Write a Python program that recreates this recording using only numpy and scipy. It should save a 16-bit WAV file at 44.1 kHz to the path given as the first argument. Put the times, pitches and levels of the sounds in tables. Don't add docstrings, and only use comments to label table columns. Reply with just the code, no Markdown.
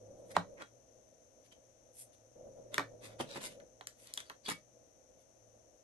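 import sys
import numpy as np
from scipy import signal
from scipy.fft import rfft, irfft
from scipy.io import wavfile
from scipy.ndimage import uniform_filter1d

SR = 44100
rng = np.random.default_rng(int(sys.argv[2]) if len(sys.argv) > 2 else 0)


def digitize_waveform(pressure):
    field = np.atleast_2d(pressure).T
    bounded = np.clip(field, -1, 1)
    quanta = np.round(bounded * 32767).astype(np.int16)
    wavfile.write(sys.argv[1], SR, quanta)


N = 257103


def gain_of(db):
    return 10 ** (np.asarray(db) / 20)


def evened(x):
    return x / np.sqrt(np.mean(x ** 2) + 1e-20)


def burst(x, db):
    energy = np.sum(x ** 2, -1, keepdims=True) + 1e-20
    return gain_of(db) * x * np.sqrt(SR / 100 / energy)


def read(points, hz):
    f, value = np.transpose(points)
    return np.interp(np.log(hz + 1), np.log(f + 1), value)


def coloured(x, points):
    size = 4096
    log_gain = np.log(gain_of(read(points, abs(np.fft.fftfreq(size, 1 / SR)))))
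    min_phase = np.exp(np.conj(signal.hilbert(log_gain)))
    taps = np.fft.ifft(min_phase).real[:size // 2]
    return signal.fftconvolve(x, taps[None], axes=1)[:, :x.shape[1]]


def add(mix, start_s, sound):
    part = mix[:, max(round(start_s * SR), 0):][:, :sound.shape[-1]]
    part += sound[..., :part.shape[1]]


def pair(size, same):
    same = np.clip(same, 0, 1)
    common = np.sqrt(same) * rng.standard_normal(size)
    return common + np.sqrt(1 - same) * rng.standard_normal((2, size))


def ports(x, lag_samples):
    i = np.arange(x.shape[1])
    left = np.interp(i - np.round(lag_samples), i, x[0], left=0)
    return np.array([left, x[1]])


def drift(rate_hz):
    lowpass = np.exp(-(np.fft.rfftfreq(N, 1 / SR) / rate_hz) ** 2)
    return evened(irfft(rfft(rng.standard_normal(N)) * lowpass, N))


# f/Hz, density/dB per Hz
HISS = [(40, 2.5), (1000, 1), (2000, -2.5), (5000, -7), (9600, -5), (11300, -3), (12600, -12.5)]
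# f/Hz, density/dB per Hz
RIDGE = [(1000, -19), (5050, -25.5), (5450, -12), (6100, -0.5), (6800, -10.5), (7350, -24.5), (8100, -25.5),
         (8600, -15.5), (9300, -38.5)]


def hiss(hiss_db=-78.5, ridge_db=-67):
    out = gain_of(hiss_db) * evened(coloured(pair(N, 0.15), HISS))
    out[0] += gain_of(ridge_db) * evened(coloured(rng.standard_normal((1, N)), RIDGE))[0]
    return out


# f/Hz, density/dB per Hz
LOW_NOISE = [(20, -17), (55, -5.5), (170, -14.5), (250, -7), (370, -8), (430, -12), (485, 0.5), (530, 1.5),
             (575, -3.5), (625, -0.5), (720, -10.5), (850, -16.5), (1100, -33), (2500, -50.5)]
# f/Hz, density/dB per Hz
RAISED_NOISE = [(60, -13), (250, -10), (430, -8.5), (490, 2.5), (560, 3.5), (630, -3.5), (730, -13.5),
                (900, -22.5), (2500, -53.5)]
# start t/s, end t/s
RAISED_SPANS = [(0, 0.61), (2.348, 3.626)]


def low_noise(steady_db=-67, raised_db=-56.5, attack_s=0.011, release_s=0.055, flutter_db=1.4):
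    t = np.arange(N) / SR
    envelope = sum(np.interp(t, [on, on + attack_s, off, off + release_s], [0, 1, 1, 0])
                   for on, off in RAISED_SPANS)
    steady = gain_of(steady_db) * evened(coloured(pair(N, 0.5), LOW_NOISE))
    raised = gain_of(raised_db) * envelope * evened(coloured(pair(N, 0.52), RAISED_NOISE))
    return ports((steady + raised) * gain_of(flutter_db * drift(22)), 5)


# t/s, level/dB
HUM_LEVEL = [(0.0, -68.5), (1.23, -82), (2.14, -75), (3.04, -65.5), (3.41, -76), (4.98, -81), (5.52, -76.5),
             (5.83, -82.5)]


def hum(centre_hz=116, waver_hz=4.5, wander_db=3.4):
    tone = np.sin(2 * np.pi * np.cumsum(centre_hz + waver_hz * drift(12)) / SR)
    level_db = np.interp(np.arange(N) / SR, *np.transpose(HUM_LEVEL))
    return gain_of(level_db + wander_db * drift(5.98)) * evened(tone)


def room_tone():
    return hiss() + low_noise() + hum()


# f/Hz, t60/s
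ROOM = [(100, 0.36), (260, .2), (700, 0.13), (1800, 0.168), (4800, 0.18), (11000, 0.15)]


def room(x, gap_s=0.0027, build_s=0.0034):
    hz, t, z = signal.stft(pair(SR // 2, 0.48), SR, nperseg=256)
    decay = gain_of(-60 * t / read(ROOM, hz)[:, None])
    tail = signal.istft(z * decay, SR, nperseg=256)[1]
    after_gap_s = np.maximum(np.arange(tail.shape[1]) / SR - gap_s, 0)
    tail = tail * (1 - np.exp(-after_gap_s / build_s))
    return signal.fftconvolve(x, tail / np.linalg.norm(tail[0]), axes=1)[:, :N]


def ring(modes, t):
    return sum(gain_of(db - 60 * t / t60) * np.sin(2 * np.pi * hz * t) for hz, db, t60 in modes)


# f/Hz, relative level/dB, t60/s
TABLE = [(102, -10.5, 0.15), (172, 1.5, 0.15), (215, -9, 0.057)]
DISH = [(1410, 5, 0.12), (1760, -30, 0.13), (2690, -20.5, 0.11), (3300, 0, 0.098), (4070, -7, 0.057)]
TOOLS = [(1065, 1, 0.068), (1486, -23.5, 0.11), (1750, -12, 0.12), (2254, 2, 0.12), (3100, -11, 0.1188)]
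SPATULA = [(3370, 2, 0.016), (3650, -13, 0.04), (4860, -15.5, 0.02)]
# t/s, modes, level/dB, build-up/s
BUMPS = [(0.371, TABLE, -36, 0.0058), (0.619, DISH, -53.5, .0005), (4.1758, SPATULA, -39, .0006),
         (4.461, SPATULA, -45, 0.0016), (4.473, SPATULA, -48, .001), (4.505, TABLE, -50, .01),
         (4.508, TOOLS, -45, 0.0012)]


def ringing():
    out, t = np.zeros((2, N)), np.arange(SR // 3) / SR
    for start_s, modes, db, build_s in BUMPS:
        add(out, start_s, burst(ring(modes, t) * (1 - np.exp(-t / build_s)), db))
    return out


def contact_spot(x, ring_s=0.0034, ring_db=-5):
    t = np.arange(SR // 50) / SR
    taps = rng.standard_normal(len(t)) * np.exp(-t / ring_s)
    taps = (t == 0) + gain_of(ring_db) * taps / np.linalg.norm(taps)
    return signal.fftconvolve(x, taps[None] / np.linalg.norm(taps), axes=1)[:, :x.shape[1]]


# f/Hz, density/dB per Hz
RASP = [(60, -19.5), (200, 0), (650, -8.5), (1050, -5), (1600, -7.5), (2300, -6), (4000, -39)]
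SWISH = [(2500, -29), (5000, -13), (7000, -9.5), (9300, 2), (10300, -4.5), (11300, 2), (12000, -14),
         (13000, -14.5)]
SCRAPE_HZ = 3450


def stroke(peak_s, length_s, rasp_db, scrape_db, scrape_colour, scrape_hz, swish_db,
           grain_db=4.0, grain_s=0.0009, rise_share=0.53, lag_samples=11):
    t = np.arange(-SR // 5, SR // 5) / SR
    width_s = length_s * np.where(t < 0, rise_share, 1 - rise_share)
    pressure = np.exp(-0.5 * (t / width_s) ** 2)
    grain = uniform_filter1d(rng.standard_normal(len(t)), max(round(grain_s * SR), 1))
    slips = gain_of(grain_db * evened(grain))
    edge = np.array(scrape_colour) * [scrape_hz / SCRAPE_HZ, 1]
    layers = (RASP, rasp_db), (edge, scrape_db), (SWISH, swish_db)
    friction = sum(gain_of(db) * evened(coloured(pair(len(t), 0.3) * slips, colour))
                   for colour, db in layers)
    return peak_s + t[0], ports(contact_spot(friction) * pressure, lag_samples)


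# f/Hz, density/dB per Hz
SCRAPE = [(1000, -29.5), (1700, -10), (2300, -4.5), (2850, -5.5), (3450, -4.5), (3950, -7.5), (5200, -9.5),
          (7000, -11), (11000, -26.5)]
EDGE_SCRAPE = [(1000, -17), (1700, -12.5), (2900, -6), (3250, -0.5), (3450, 3.5), (3680, -9), (4300, -9.5),
               (7000, -17.5), (11000, -33)]
# knock level/dB, scuff level/dB
SCUFF_LEVEL = [(-50, -49), (-21, -43.5)]
# peak t/s, length/s, base level/dB, brightness/dB (- rasp, + swish)
SLIDES = [(0.086, 0.038, -87, 9), (0.291, 0.045, -79.5, 8), (.315, 0.016, -56, -0.5),
          (0.584, 0.018, -75.5, -19), (.616, .023, -59.5, -13.5), (1.46, 0.024, -72, 0.5),
          (2.001, 0.055, -70.5, 20.5), (2.142, 0.018, -73, 2), (2.753, 0.03, -55, -4.5),
          (3.054, 0.036, -55, -1.5), (3.112, 0.054, -68.5, -7.5), (3.21, 0.019, -46.5, -4.5),
          (3.368, 0.028, -51, -4.5), (3.414, 0.015, -52, -2.5), (3.455, 0.036, -46.5, -0.5),
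          (3.523, 0.05, -66, 0), (4.032, 0.074, -69, 6), (4.195, 0.039, -60.5, -1),
          (4.494, 0.016, -40.5, -3.5), (4.513, 0.019, -42.5, -2.5), (5.21, .03, -78.5, 4.5)]
# peak t/s, length/s, base level/dB, f/Hz
SCRAPES = [(1.525, 0.011, -60.5, 3250), (3.321, 0.051, -55, 4050), (4.106, 0.066, -64, 3700),
           (4.274, 0.053, -70.5, 4700), (4.467, .025, -52.5, 4630)]
SCUFF_RASP_DB, SCUFF_SCRAPE_DB, SCUFF_SWISH_DB = -2, -9, -26.5
SLIDE_RASP_DB, SLIDE_SCRAPE_DB, SLIDE_SWISH_DB = -2, 1.5, -1
EDGE_RASP_DB, EDGE_SCRAPE_DB, EDGE_SWISH_DB = -5, 3.5, -8.5
SCUFF_S, SCUFF_LEAD_S, SLIDE_HZ = 0.015, 0.004, 3530


def rubbing():
    out = np.zeros((2, N))
    for start_s, knock_db, *_, gap_s in KNOCKS:
        db = np.interp(knock_db, *np.transpose(SCUFF_LEVEL))
        add(out, *stroke(start_s + gap_s - SCUFF_LEAD_S, SCUFF_S, db + SCUFF_RASP_DB,
                         db + SCUFF_SCRAPE_DB, SCRAPE, SLIDE_HZ, db + SCUFF_SWISH_DB))
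    for peak_s, length_s, db, bright_db in SLIDES:
        add(out, *stroke(peak_s, length_s, db - bright_db + SLIDE_RASP_DB,
                         db + SLIDE_SCRAPE_DB, SCRAPE, SLIDE_HZ, db + bright_db + SLIDE_SWISH_DB))
    for peak_s, length_s, db, hz in SCRAPES:
        add(out, *stroke(peak_s, length_s, db + EDGE_RASP_DB,
                         db + EDGE_SCRAPE_DB, EDGE_SCRAPE, hz, db + EDGE_SWISH_DB))
    return out


def knock(t, nominal_hz, echo_db, settle_s=0.0016, echo_s=0.0099):
    turns = np.cumsum(nominal_hz * (0.43 + np.exp(-t / settle_s))) / SR
    age = t / 0.0007
    wave = burst(age ** 1.5 * np.exp(-age) * np.sin(2 * np.pi * turns), 0)
    edges = pair(len(t), 0.24) * np.exp(-t / echo_s) * (1 - np.exp(-t / 0.0021))
    echoes = signal.fftconvolve(edges, wave[None], axes=1)[:, :len(t)]
    return wave + burst(echoes, echo_db)


# f/Hz, density/dB per Hz
TICK = [(1500, -30.5), (3000, -10.5), (4600, 0), (5600, -1), (6600, -0.5), (9000, 3), (10200, -8),
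        (11300, 0), (12400, -9), (14000, -16)]
CLACK = [(900, -25.5), (1800, 7), (2500, -5), (3600, -1.5), (4200, -4.5), (5200, -11.5), (7000, -16),
         (11000, -28.5)]
# f/Hz, relative level/dB, t60/s
PALETTE = [(155, -10, 0.14), (275.2, -8, 0.13), (379, 4, 0.042), (570, 2.5, 0.035)]


def blow(thud_db, knock_db, nominal_hz, echo_db, clack_db, tick_db, lag_samples, clack_s=0.0023):
    t = np.arange(SR // 5) / SR
    bite = 1 - np.exp(-t / 0.0005)
    tick = coloured(pair(len(t), 0.78) * bite * np.exp(-t / 0.0008), TICK)
    clack = coloured(pair(len(t), 0.67) * bite * np.exp(-t / clack_s), CLACK)
    mode_t = t * (1 + 0.062 * rng.standard_normal())
    thud = ring(PALETTE, mode_t) * (1 - np.exp(-t / 0.0021))
    sound = burst(tick, tick_db) + burst(clack, clack_db) + burst(thud, thud_db)
    return ports(sound + burst(knock(t, nominal_hz, echo_db), knock_db), lag_samples)


# t/s, strength level/dB, sharpness/dB, nominal f/Hz, echo level/dB re direct wave
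CLICKS = [(0.6217, -56.5, -5, 1210, -11), (2.7423, -41.5, 0.5, 1940, -12), (3.6004, -69, -6.5, 1930, 5),
          (3.8098, -59.5, -9, 1050, -5.5), (3.8704, -49, 5, 2000, -10.5), (4.072, -66, 10, 1900, -8),
          (4.138, -61.5, 19.5, 1920, -3), (4.1747, -47, 4, 1260, 0), (4.2028, -53.5, 2.5, 1880, -6),
          (4.2977, -52, -4.5, 1310, 8), (4.489, -46, -3.5, 1090, -8), (4.4998, -57.5, 13.5, 1200, -2),
          (4.5091, -59, 6, 1770, -3)]
CLICK_THUD_DB, CLICK_KNOCK_DB, CLICK_CLACK_DB = -11.5, -1, 1
CLACK_LOSS_SHARE, CLICK_LAG_SAMPLES = 0.58, 12


def hard_clicks():
    out = np.zeros((2, N))
    for start_s, db, sharp_db, hz, echo_db in CLICKS:
        body_db = db - sharp_db
        clack_db = db + CLICK_CLACK_DB - CLACK_LOSS_SHARE * sharp_db
        add(out, start_s, blow(body_db + CLICK_THUD_DB, body_db + CLICK_KNOCK_DB, hz, echo_db,
                               clack_db, db + sharp_db, CLICK_LAG_SAMPLES))
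    return out


# t/s, strength level/dB, nominal f/Hz, flatness (0 corner - 1 face),
# rebounds (count), gap to first rebound/s
KNOCKS = [(0.366, -22.5, 1099, .03, 0, 0), (2.7805, -28, 1755, 0.36, 2, 0.014),
          (3.2001, -36, 894, 0.8, 1, 0.0088), (3.3583, -45.5, 1110, 0.88, 1, .0147)]
CORNER_THUD_DB, CORNER_ECHO_DB, CORNER_REBOUND_DB = -17, -12.5, -9
FLAT_THUD_DB, FLAT_ECHO_DB, FLAT_REBOUND_DB = 1.5, 7.5, -4
REBOUND_PITCH, REBOUND_GAP = 0.772, 0.78
KNOCK_DB, KNOCK_CLACK_DB, KNOCK_TICK_DB, BRIGHT_DB_PER_OCTAVE = -1, -14.5, -26, 11.5
PALETTE_LAG_SAMPLES = -1


def palette_knocks():
    out = np.zeros((2, N))
    for start_s, db, hz, flat, rebounds, gap_s in KNOCKS:
        thud_db = CORNER_THUD_DB + flat * (FLAT_THUD_DB - CORNER_THUD_DB)
        echo_db = CORNER_ECHO_DB + flat * (FLAT_ECHO_DB - CORNER_ECHO_DB)
        rebound_db = CORNER_REBOUND_DB + flat * (FLAT_REBOUND_DB - CORNER_REBOUND_DB)
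        for _ in range(1 + round(rebounds)):
            treble_db = db + BRIGHT_DB_PER_OCTAVE * np.log2(hz / 1000)
            add(out, start_s, blow(db + thud_db, db + KNOCK_DB, hz, echo_db, treble_db + KNOCK_CLACK_DB,
                                   treble_db + KNOCK_TICK_DB, PALETTE_LAG_SAMPLES))
            start_s += gap_s
            db += rebound_db
            hz *= REBOUND_PITCH
            gap_s *= REBOUND_GAP
    return out


# f/Hz, left-right level/dB
PORT_COLOUR = [(500, 1), (800, -5.5), (1200, -5), (1800, 1), (4000, 3), (9000, 0.5)]


def scene():
    struck = palette_knocks() + hard_clicks() + ringing()
    rubbed = rubbing()
    reflections = room(gain_of(-9) * struck + gain_of(-8.5) * rubbed)
    handling = struck + rubbed + reflections
    lean_db = read(PORT_COLOUR, np.fft.rfftfreq(N, 1 / SR)) / 2
    return irfft(rfft(handling) * gain_of([lean_db, -lean_db]), N) + room_tone()


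def record(dry, band_limit_hz=12700):
    lowpass = signal.firwin(255, band_limit_hz, window=("kaiser", 9), fs=SR)
    return signal.oaconvolve(dry, lowpass[None], "same")


dry = scene()
out = record(dry)
digitize_waveform(out)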